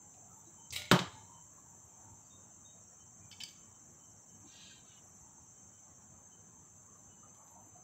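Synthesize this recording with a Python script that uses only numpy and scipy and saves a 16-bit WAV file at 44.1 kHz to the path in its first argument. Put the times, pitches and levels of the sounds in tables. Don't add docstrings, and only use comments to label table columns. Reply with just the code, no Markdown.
import sys
import numpy as np
from scipy import signal
from scipy.fft import rfft, irfft, next_fast_len
from scipy.io import wavfile
from scipy.ndimage import uniform_filter1d, map_coordinates

SR = 44100
rng = np.random.default_rng(int(sys.argv[2]) if len(sys.argv) > 2 else 0)


def output_pcm(signal):
    pcm = np.clip(np.atleast_2d(signal).T, -1, 1) * 32767
    wavfile.write(sys.argv[1], SR, np.round(pcm).astype(np.int16))


N = 345303
HIT_S = 0.9137

# freq_hz, t60_s
GARDEN_DECAY = [(150, 0.45), (500, 0.5), (1000, 0.58), (3000, 0.47), (7000, 0.29), (14000, 0.22)]
# freq_hz, density_db
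CICADA_SPECTRUM = [(5500, -47), (5900, -36), (6080, -25), (6170, -11), (6400, -4), (6550, -15.5),
                   (6850, -9.5), (7020, -1.5), (7350, -1), (7720, -4.5), (8150, -15), (8500, -29.5),
                   (9500, -57.5), (13700, -35), (14500, -25.5), (15500, -29)]
# pitch_hz, width_hz, level_db, pulse_hz, pulse_depth
CRICKET_CHOIRS = [(6192, 24, -68.5, 13, .65), (6300, 45, -72, 26, .4), (6362, 22, -68.5, 24, .5)]
# start_s, length_s, level_db, pulse_depth, pulse_hz
STEADY_TRILLS = [(0, 3, -77, 0.5, 14), (2.802, 1.86, -74.5, 0.9, 16), (4.46, 1.62, -75, .75, 19),
                 (5.989, 1.15, -80.5, 0.6, 14), (7.09, 0.95, -89, 0.92, 15)]
# start_s, length_s, start_hz, level_db
RISING_TRILLS = [(2.85, 4.1, 5920, -80), (6.9, 1.3, 5978, -72.5)]
# start_s, length_s, pitch_hz, level_db
TREE_CRICKET_CHIRPS = [(.56, .13, 3060, -76), (1.33, 0.097, 3056, -76), (2.68, 0.053, 3050, -82),
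                       (2.98, 0.072, 3060, -79), (3.61, .07, 3034, -78), (3.73, 0.063, 3050, -82.5),
                       (3.99, 0.072, 3047, -79), (4.29, 0.083, 3046, -79), (5.54, .08, 3080, -86),
                       (5.72, 0.084, 3040, -83), (6.3, .11, 3047, -77), (7.06, 0.23, 2950, -81)]
# freq_hz, density_db
RUMBLE_SPECTRUM = [(20, -30), (45, -16), (70, -8.5), (100, 1), (140, -6), (180, -3.5), (260, -10),
                   (450, -21.5), (900, -62)]
RUSH_SPECTRUM = [(100, -21), (300, -3.5), (480, -3.5), (750, -0.5), (1150, -2.5), (1600, -10),
                 (2300, -16.5), (3500, -20.5), (5200, -27), (8500, -35), (10000, -78.5), (15000, -35.5)]
# centre_s, level_db, pitch_hz
RUMBLE_BUMPS = [(0.035, -56, 98), (.49, -63.5, 325.5), (1.08, -53, 95.5), (1.156, -58.5, 110.2),
                (1.86, -60, 99), (2.129, -58, 98.06), (4.455, -60, 305.2), (5.22, -56.5, 97.6),
                (5.412, -62, 97), (6.138, -59, 100), (7.08, -62, 97.7), (7.68, -66.5, 300.7)]
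# start_s, length_s, pitch_hz, level_db
FAR_BIRD_NOTES = [(.13, 0.16, 744, -67), (.29, 0.052, 1280, -70.5), (.36, 0.039, 890, -65),
                  (.56, 0.084, 906, -68.5), (1.12, 0.14, 901, -63), (1.25, 0.19, 980, -64.5),
                  (1.86, 0.35, 895, -71), (6.84, .15, 1120, -72), (7.22, 0.051, 1254, -67),
                  (7.49, 0.13, 947, -65.5), (7.54, 0.097, 715, -67), (7.74, 0.072, 712, -66)]
KATYDID_PHRASES = [(0.18, 0.35, 12020, -80), (1.05, 1.54, 11710, -85.5), (3.22, 0.35, 12060, -76.5),
                   (3.6, 1.64, 11650, -88.5), (4.92, 0.37, 11740, -83), (5.3, 1.1, 12080, -104),
                   (6.35, 1.8, 11670, -89), (7.38, 0.42, 11920, -80.5)]
SMALL_BIRD_PEEPS = [(.452, .04, 3870, -73.5), (2.3, .09, 3655, -68.5), (2.644, 0.097, 3707, -67)]

# start_s, level_db, tilt_db_per_decade, t60_s, ring_pitch_ratio, comb_spacing_hz
SHAFT_CONTACTS = [(0.14, -73, -21, 0.057, 1.12, 1330), (3.3135, -51.5, -6.5, 0.041, 1.0, 1620),
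                  (3.3245, -56.5, -12, 0.06, 0.98, 1130), (3.4028, -44, -2, 0.02, 0.99, 1780),
                  (3.4052, -41.5, -14, 0.016, .99, 1420), (3.4118, -45, -7, 0.031, 1, 1760),
                  (3.4215, -49, -20, 0.031, 1, 1720), (3.4356, -32.5, 2.5, 0.0096, 1, 1530),
                  (3.4376, -39.5, 12, 0.012, 1, 1100), (3.4872, -49, 6, 0.014, .97, 1450),
                  (7.345, -75, -10, 0.06, .94, 800), (7.475, -75, -2, 0.081, 1.1, 2020)]
BOW_CONTACTS = [(0.7235, -44.5, -4.5, 0.16, 1.18, 1049), (0.7305, -43, 3.5, 0.06, 1, 1401),
                (0.7342, -45.5, 4, 0.16, 0.96, 948), (0.7587, -37, 9, .02, 0.81, 1020),
                (0.7624, -29, -5.5, .016, 1, 997.8), (0.767, -44.5, 3.5, .17, 1, 1900),
                (0.8192, -40, -5.5, 0.017, 1.3, 1020), (0.854, -51, -7.5, 0.034, 1.04, 999.4)]
# freq_hz, density_db
SHAFT_SPECTRUM = [(500, -44), (880, -22.5), (1300, -42), (1680, -14.5), (1950, -27), (2280, -5),
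                  (2480, -13), (2700, -5.5), (3100, -4.5), (3650, -5), (4250, -8), (4700, -6.5),
                  (7500, -6.5), (9000, -17), (11000, -38), (14500, -19.5), (16000, -30)]
BOW_SPECTRUM = [(100, -30), (300, -26), (600, -18.5), (800, -19), (950, -26), (1200, -22.5), (1650, -29),
                (1950, -7), (2200, -4), (2450, -9), (2850, -8.5), (3850, -6.5), (4860, -11), (8050, -9.5),
                (11600, -26), (14700, -15), (16000, -27.5)]
# centre_hz, width_hz, gain_db
SHAFT_RESONANCES = [(900, 27, 7), (1704, 40, -3.5), (2293, 29, 4.5), (2630, 29, 0), (3082, 39, 0),
                    (3320, 39, -8.5), (3610, 34, 2), (4500, 64, -3), (4770, 63, -2), (5320, 55, 1)]
BOW_RESONANCES = [(2180, 93, 2), (2880, 78, -6), (3445, 90, -5), (3900, 130, -1), (4610, 50, -6)]
# freq_hz, level_db, t60_s
STRING_MODES = [(87.47, -51, 1), (119, -52.5, .77), (240.6, -66, 0.29)]
LIMB_MODES = [(604, -52.5, 0.46), (760, -54.5, 0.24), (1430, -54.5, 0.42)]

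# freq_hz, density_db
CRACK_SPECTRUM = [(25, -35), (55, -15), (150, -7.5), (330, -8.5), (480, -10), (600, -2.5), (790, -11.5),
                  (1100, -4.5), (1650, -6.5), (1880, -16.5), (2180, -6), (2650, -18), (3200, -5.5),
                  (5600, -23), (7700, -22), (10000, -41.5), (14500, -26.5), (16000, -41)]
SCATTER_SPECTRUM = [(150, -31), (280, -2), (360, -4.5), (520, -9), (800, -4.5), (1200, -5), (1900, -11),
                    (2700, -16), (3120, -9.5), (4900, -17.5), (7570, -21), (11100, -34.5), (14900, -26.5),
                    (16000, -51.5)]
CATCH_SPECTRUM = [(100, -20), (330, 3), (520, 3), (800, -10), (2200, -12), (3500, -10), (5500, -13),
                  (8000, -15), (10500, -30), (15000, -32)]
KNOCK_SPECTRUM = [(100, -24.5), (300, -6), (600, -1), (1000, 2), (1400, -7.5), (2200, -18), (3100, -13),
                  (5000, -24), (8000, -28.5), (14000, -42.5)]
# freq_hz, gain_db, t60_s
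EASEL_MODES = [(234, 0, 0.08), (297, -2.5, .11), (363, -2.5, .2), (471, -13, 0.211), (562, -11, 0.27),
               (601, -4, .2), (726, -10, 0.19), (794, -11, 0.19), (950, -8, 0.3), (1028, -10, .25),
               (1100, -8.5, .25), (1220.3, -5.5, 0.23), (1328, -11.5, 0.27), (1404, -6, 0.12),
               (1616, -7.5, 0.17), (1740, -16, 0.17), (2210, -12.5, .08), (2510, -20, 0.26),
               (2990, -18, 0.3), (3120, -13.5, .22), (3476, -15, 0.12), (3840, -19.5, .2)]
BLOCK_MODES = [(134.1, -5.5, 0.18), (178, -2, 0.19)]
# centre_hz, width_hz, gain_db
BUZZ_RESONANCES = [(900, 22, 0), (1180, 25, 1), (1683, 28, 0), (2150, 45, -3), (3090, 35, 1),
                   (3120, 50, -5), (3690, 50, -9.5), (3900, 40, -2), (4100, 40.04, -6), (5270, 25, -5)]
# start_s, level_db
BLOCK_KNOCKS = [(0.9395, -30), (0.9525, -28.5), (0.9612, -31)]

# start_s, length_s, pitch_hz, level_db
SHAFT_BRUSHES = [(2.2, 0.14, 4650, -83), (2.9, 0.067, 1830, -79), (3.17, .16, 2390, -76),
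                 (4.69, .06, 1580, -65), (4.945, .065, 2940, -68)]
# start_s, length_s, level_db, pitch_ratio, fall_ratio, hiss_db
DRAW_PULLS = [(4.441, 0.4, -59.5, 1, 0.01, -0.5), (4.829, 0.19, -68.5, 0.92, 0.1186, -9)]
# pitch_hz, width_hz, gain_db
RUB_TONES = [(1620, 57, -6.5), (1890, 36, -12), (2480, 85, -6), (2875, 120, -6.5), (3220, 72, -1),
             (3760, 190, -2.5), (4110, 130, 0), (4640, 97, -6.5)]
# freq_hz, density_db
RUB_SPECTRUM = [(900, -29.5), (2200, -15), (2650, -1.5), (3900, -1.5), (4700, -7), (5300, -13), (8500, -21),
                (10500, -56)]


def amp(db):
    return 10 ** (np.asarray(db) / 20)


def unit(x):
    return x / np.sqrt(np.mean(x ** 2) + 1e-20)


def along(points, hz):
    freqs_hz, values = np.transpose(points)
    return np.interp(np.log(hz + 1), np.log(freqs_hz + 1), values)


def wobble(rate_hz, size=N):
    knots = rng.standard_normal(int(size * rate_hz / SR) + 4)
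    return map_coordinates(knots, [np.arange(size) * rate_hz / SR])


def filtered(x, response):
    size = next_fast_len(len(x) + SR // 4)
    return irfft(rfft(x, size) * response(np.fft.rfftfreq(size, 1 / SR)), size)[:len(x)]


def noise(spectrum, size):
    return unit(filtered(rng.standard_normal(size), lambda hz: amp(along(spectrum, hz))))


def band(hz, width_hz, size):
    lowpass = lambda f: 1 / (1 + (f / width_hz) ** 2) ** 2
    real, imag = [unit(filtered(rng.standard_normal(size), lowpass)) for _ in range(2)]
    cycles = np.cumsum(np.broadcast_to(hz, size)) / SR
    return np.real((real + 1j * imag) * np.exp(2j * np.pi * cycles))


def ringing(modes, t):
    return sum(amp(db - 60 * t / t60_s) * np.sin(2 * np.pi * hz * t) for hz, db, t60_s in modes)


def attack(t, rise_s):
    return 1 - np.exp(-t / rise_s)


def add(track, start_s, sound):
    part = track[round(start_s * SR):][:len(sound)]
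    part += sound[:len(part)]


def garden_decay(x):
    hz, t, bins = signal.stft(x, SR, nperseg=256)
    fade = amp(-60 * t / along(GARDEN_DECAY, hz)[:, None])
    return signal.istft(bins * fade, SR, nperseg=256)[1][:len(x)]


def reverb(x, wet_db):
    tail = garden_decay(rng.standard_normal(SR // 2))
    return x + amp(wet_db) * signal.fftconvolve(x, tail / np.linalg.norm(tail))[:len(x)]


def whistles(calls, rise_ratio, width_hz):
    out = np.zeros(N)
    for start_s, length_s, hz, db in calls:
        size = int(length_s * SR)
        glide_hz = hz * (1 + rise_ratio * np.linspace(-.5, .5, size))
        add(out, start_s, amp(db) * band(glide_hz, width_hz, size) * signal.windows.tukey(size, .5))
    return out


def cicadas(start_db=-60.5, fade_db_per_s=0.34):
    t = np.arange(N) / SR
    return amp(start_db - fade_db_per_s * t + .3 * wobble(14)) * noise(CICADA_SPECTRUM, N)


def trill(hz, pulse_hz, depth, drift_hz):
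    strokes = np.cumsum(pulse_hz * (1 + .2 * wobble(11))) / SR
    tone = np.sin(2 * np.pi * np.cumsum(hz + drift_hz * wobble(78)) / SR)
    pulses = 1 - depth * np.cos(np.pi * strokes) ** 2
    return amp(1.2 * wobble(8)) * unit(tone * pulses)


def cricket_choirs(blur_db=-1):
    out = np.zeros(N)
    for hz, width_hz, db, pulse_hz, depth in CRICKET_CHOIRS:
        leader = trill(hz, pulse_hz, depth, drift_hz=11)
        out += amp(db) * unit(leader + amp(blur_db) * band(hz, width_hz, N))
    return out


def near_crickets(steady_hz=5697, rise_hz_per_s=36):
    out, t = np.zeros(N), np.arange(N) / SR

    def bout(song, length_s):
        size = int(length_s * SR)
        return song[:size] * signal.windows.tukey(size, .05)

    for start_s, length_s, db, depth, pulse_hz in STEADY_TRILLS:
        song = trill(steady_hz, pulse_hz, depth, drift_hz=6.4)
        add(out, start_s, amp(db) * bout(song, length_s))
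    for start_s, length_s, hz, db in RISING_TRILLS:
        song = trill(hz + rise_hz_per_s * t, pulse_hz=13, depth=0.81, drift_hz=14)
        add(out, start_s, amp(db) * bout(song, length_s))
    return out


def tree_cricket(pitch_hz=3055, line_db=-93):
    line = amp(line_db) * band(pitch_hz, width_hz=45, size=N)
    chirps = whistles(TREE_CRICKET_CHIRPS, rise_ratio=0, width_hz=55)
    return line + reverb(chirps, wet_db=-6)


def air_drift(x, depth_db):
    bins = signal.stft(x, nperseg=1024)[2]
    patches = uniform_filter1d(rng.standard_normal(bins.shape), size=4, axis=0)
    patches = unit(uniform_filter1d(patches, size=7, axis=1))
    return unit(signal.istft(bins * amp(depth_db * patches), nperseg=1024)[1][:N])


def far_traffic(rumble_db=-66, waver_db=1.86, bump_s=0.072, rush_db=-70):
    rumble = amp(rumble_db + waver_db * wobble(13)) * noise(RUMBLE_SPECTRUM, N)
    size = int(bump_s * SR)
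    for centre_s, db, hz in RUMBLE_BUMPS:
        bump = np.hanning(size) * band(hz, width_hz=39, size=size)
        add(rumble, centre_s - bump_s / 2, amp(db) * bump)
    rush = amp(rush_db + 0.33 * wobble(21)) * air_drift(noise(RUSH_SPECTRUM, N), depth_db=2.5)
    return rumble + rush


def far_birds(faint_count=6, faint_s=0.15, faint_hz=922, spread_octaves=0.49, faint_db=-71.5):
    faint = [(when * N / SR, faint_s, faint_hz * 2 ** (spread_octaves * (2 * pitch - 1)), faint_db)
             for when, pitch in rng.random((faint_count, 2))]
    return reverb(whistles(FAR_BIRD_NOTES + faint, rise_ratio=0.0091, width_hz=110), wet_db=-6.5)


def rattle(contacts, spectrum, resonances, ring_db, wet_db, rise_s, comb_db, vary_db=0.5):
    out, t = np.zeros(N), np.arange(SR // 2) / SR
    balances_db = vary_db * rng.standard_normal((len(contacts), len(resonances)))
    for (start_s, db, tilt_db, t60_s, pitch_ratio, spacing_hz), lifts_db in zip(contacts, balances_db):
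        def response(hz):
            f = hz / pitch_ratio
            ring = sum(amp(gain_db + lift_db) * 1j * f * width / (centre**2 - f**2 + 1j * f * width)
                       for (centre, width, gain_db), lift_db in zip(resonances, lifts_db))
            comb = 1 + amp(comb_db) * np.exp(-2j * np.pi * hz / spacing_hz)
            return (1 + amp(ring_db) * ring) * comb

        tilted = [(hz, density_db + tilt_db * np.log10(hz / 3000)) for hz, density_db in spectrum]
        burst = amp(db - 60 * t / t60_s) * attack(t, rise_s) * noise(tilted, len(t))
        add(out, start_s, reverb(filtered(burst, response), wet_db))
    return out


def spare_arrows():
    return rattle(SHAFT_CONTACTS, SHAFT_SPECTRUM, SHAFT_RESONANCES,
                  ring_db=12, wet_db=-8, rise_s=0.00031, comb_db=-6)


def katydids(stutter_hz=19, gap_db=-13):
    gaps = (1 - np.tanh(4 * wobble(stutter_hz) + 2.6)) / 2
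    return whistles(KATYDID_PHRASES, rise_ratio=0.0089, width_hz=49) * amp(gap_db * gaps)


def small_bird(attack_s=0.012, rise_ratio=0.0196, width_hz=70):
    out = np.zeros(N)
    for start_s, length_s, hz, db in SMALL_BIRD_PEEPS:
        t = np.arange(int(length_s * SR)) / SR
        tone = band(hz * (1 + rise_ratio * t / length_s), width_hz, len(t))
        envelope = np.minimum(t / attack_s, 1) * np.sqrt(1 - t / length_s)
        add(out, start_s, amp(db) * envelope * tone)
    return reverb(out, wet_db=-7.5)


def bow_release(slip_s=.7, straight_s=0.7635, flick_lag_s=0.0057, flick_db=-42, flick_t60_s=0.052):
    out, t = np.zeros(N), np.arange(SR) / SR
    add(out, slip_s, ringing(STRING_MODES, t) * attack(t, 0.0088))
    flick = amp(flick_db - 60 * t / flick_t60_s) * band(hz=5800, width_hz=1700, size=SR)
    add(out, slip_s + flick_lag_s, flick)
    add(out, straight_s, ringing(LIMB_MODES, t) * attack(t, 0.021))
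    return out + rattle(BOW_CONTACTS, BOW_SPECTRUM, BOW_RESONANCES,
                        ring_db=2, wet_db=-3, rise_s=0.00025, comb_db=-9.5)


def punch(t, start_hz=1700, end_hz=850, stop_s=.006):
    hz = end_hz + (start_hz - end_hz) * np.exp(-t / stop_s)
    phase = 2 * np.pi * np.cumsum(hz) / SR
    overtone = amp(-6 - 60 * t / .02) * np.sin(2 * phase)
    grip = (1 + 0.29 * t / stop_s) * np.exp(-(t / stop_s) ** 8)
    return -(np.sin(phase) + overtone) * grip


def arrow_hit(gain_db=-13.5, block_lag_s=0.0057, block_stop_s=.054, near_echo_s=.0772, far_echo_s=0.21):
    out, t = np.zeros(N), np.arange(SR) / SR
    crack = amp(-1 - 60 * t / 0.041) * noise(CRACK_SPECTRUM, SR)
    strike = amp(-4.3) * punch(t) + crack
    easel = amp(-10.5) * ringing(EASEL_MODES, t) * attack(t, 0.0019)
    scatter = amp(-12 - 60 * t / 1.1) * garden_decay(noise(SCATTER_SPECTRUM, SR)) * attack(t, .006)
    add(out, HIT_S, strike + easel + scatter)

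    friction_stop = np.exp(-(t / block_stop_s) ** 6)
    drum = amp(0.5) * ringing(BLOCK_MODES, t) * attack(t, 0.0068) * friction_stop
    squeak = ringing([(7840, -7, 0.0068)], t)
    catch = amp(-10 - 60 * t / 0.012) * noise(CATCH_SPECTRUM, SR)
    add(out, HIT_S + block_lag_s, drum + squeak + catch)

    wall_hz_db = [(300, -7), (1400, -3), (2500, 6.5), (7000, 9), (12000, -2)]
    slap = filtered(strike + scatter, lambda hz: amp(along(wall_hz_db, hz)))
    add(out, HIT_S + near_echo_s, amp(-18.5) * (slap + amp(-14) * easel))
    add(out, HIT_S + block_lag_s + near_echo_s, amp(-15) * drum)
    add(out, HIT_S + far_echo_s, amp(-58) * reverb(slap + easel, wet_db=12))
    return amp(gain_db) * out


def shaft_quiver(swing_hz=31, level_db=-45, t60_s=0.71, ring_floor=.6):
    out, t = np.zeros(N), np.arange(SR) / SR
    buzz = unit(sum(amp(db) * band(hz, width_hz, SR) for hz, width_hz, db in BUZZ_RESONANCES))
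    swings = unit(ring_floor + np.sin(np.pi * swing_hz * t) ** 2)
    add(out, HIT_S, amp(level_db - 60 * t / t60_s) * swings * buzz)
    return out


def block_knocks(t60_s=0.057):
    out, t = np.zeros(N), np.arange(SR // 4) / SR
    for start_s, db in BLOCK_KNOCKS:
        envelope = amp(db - 60 * t / t60_s) * attack(t, .0007)
        add(out, start_s, envelope * noise(KNOCK_SPECTRUM, len(t)))
    return out


def shaft_brushes(width_hz=80):
    out = np.zeros(N)
    for start_s, length_s, hz, db in SHAFT_BRUSHES:
        size = int(length_s * SR)
        add(out, start_s, amp(db) * np.hanning(size) * band(hz, width_hz, size))
    return out


def bow_draw(sag_ratio=.05, wander_ratio=.014, wander_rate_hz=22, catch_db=1.5, catch_rate_hz=35):
    out = np.zeros(N)
    for start_s, length_s, db, pitch_ratio, fall_ratio, hiss_db in DRAW_PULLS:
        size = int(length_s * SR)
        speed = np.sin(np.linspace(0, np.pi, size))
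        glide = pitch_ratio * (1 - sag_ratio * (1 - speed) - fall_ratio * np.linspace(-.5, .5, size))
        tones = np.zeros(size)
        for hz, width_hz, gain_db in RUB_TONES:
            pitch_hz = hz * glide * (1 + wander_ratio * wobble(wander_rate_hz, size))
            gain = amp(gain_db + catch_db * wobble(catch_rate_hz, size))
            tones += gain * band(pitch_hz, width_hz, size)
        hiss = amp(hiss_db) * speed * noise(RUB_SPECTRUM, size)
        add(out, start_s, amp(db) * np.abs(speed) ** 0.89 * unit(unit(tones) + hiss))
    return reverb(out, wet_db=-14.5)


def scene():
    bow = bow_release()
    spares = shaft_brushes() + spare_arrows()
    insects = cicadas() + cricket_choirs() + near_crickets() + tree_cricket() + katydids()
    garden = insects + far_birds() + small_bird() + far_traffic()
    target = arrow_hit() + block_knocks() + shaft_quiver()
    return (garden + bow + target + spares + bow_draw())[None]


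def record(dry):
    ceiling, bass_hz, top_hz = .42, 48, 15700
    rounded = dry / (1 + (dry / ceiling) ** 6) ** (1 / 6)
    thinned = signal.sosfilt(signal.butter(2, bass_hz, "high", fs=SR, output="sos"), rounded)
    return np.array([filtered(channel, lambda hz: hz < top_hz) for channel in thinned])


dry = scene()
out = record(dry)
output_pcm(out)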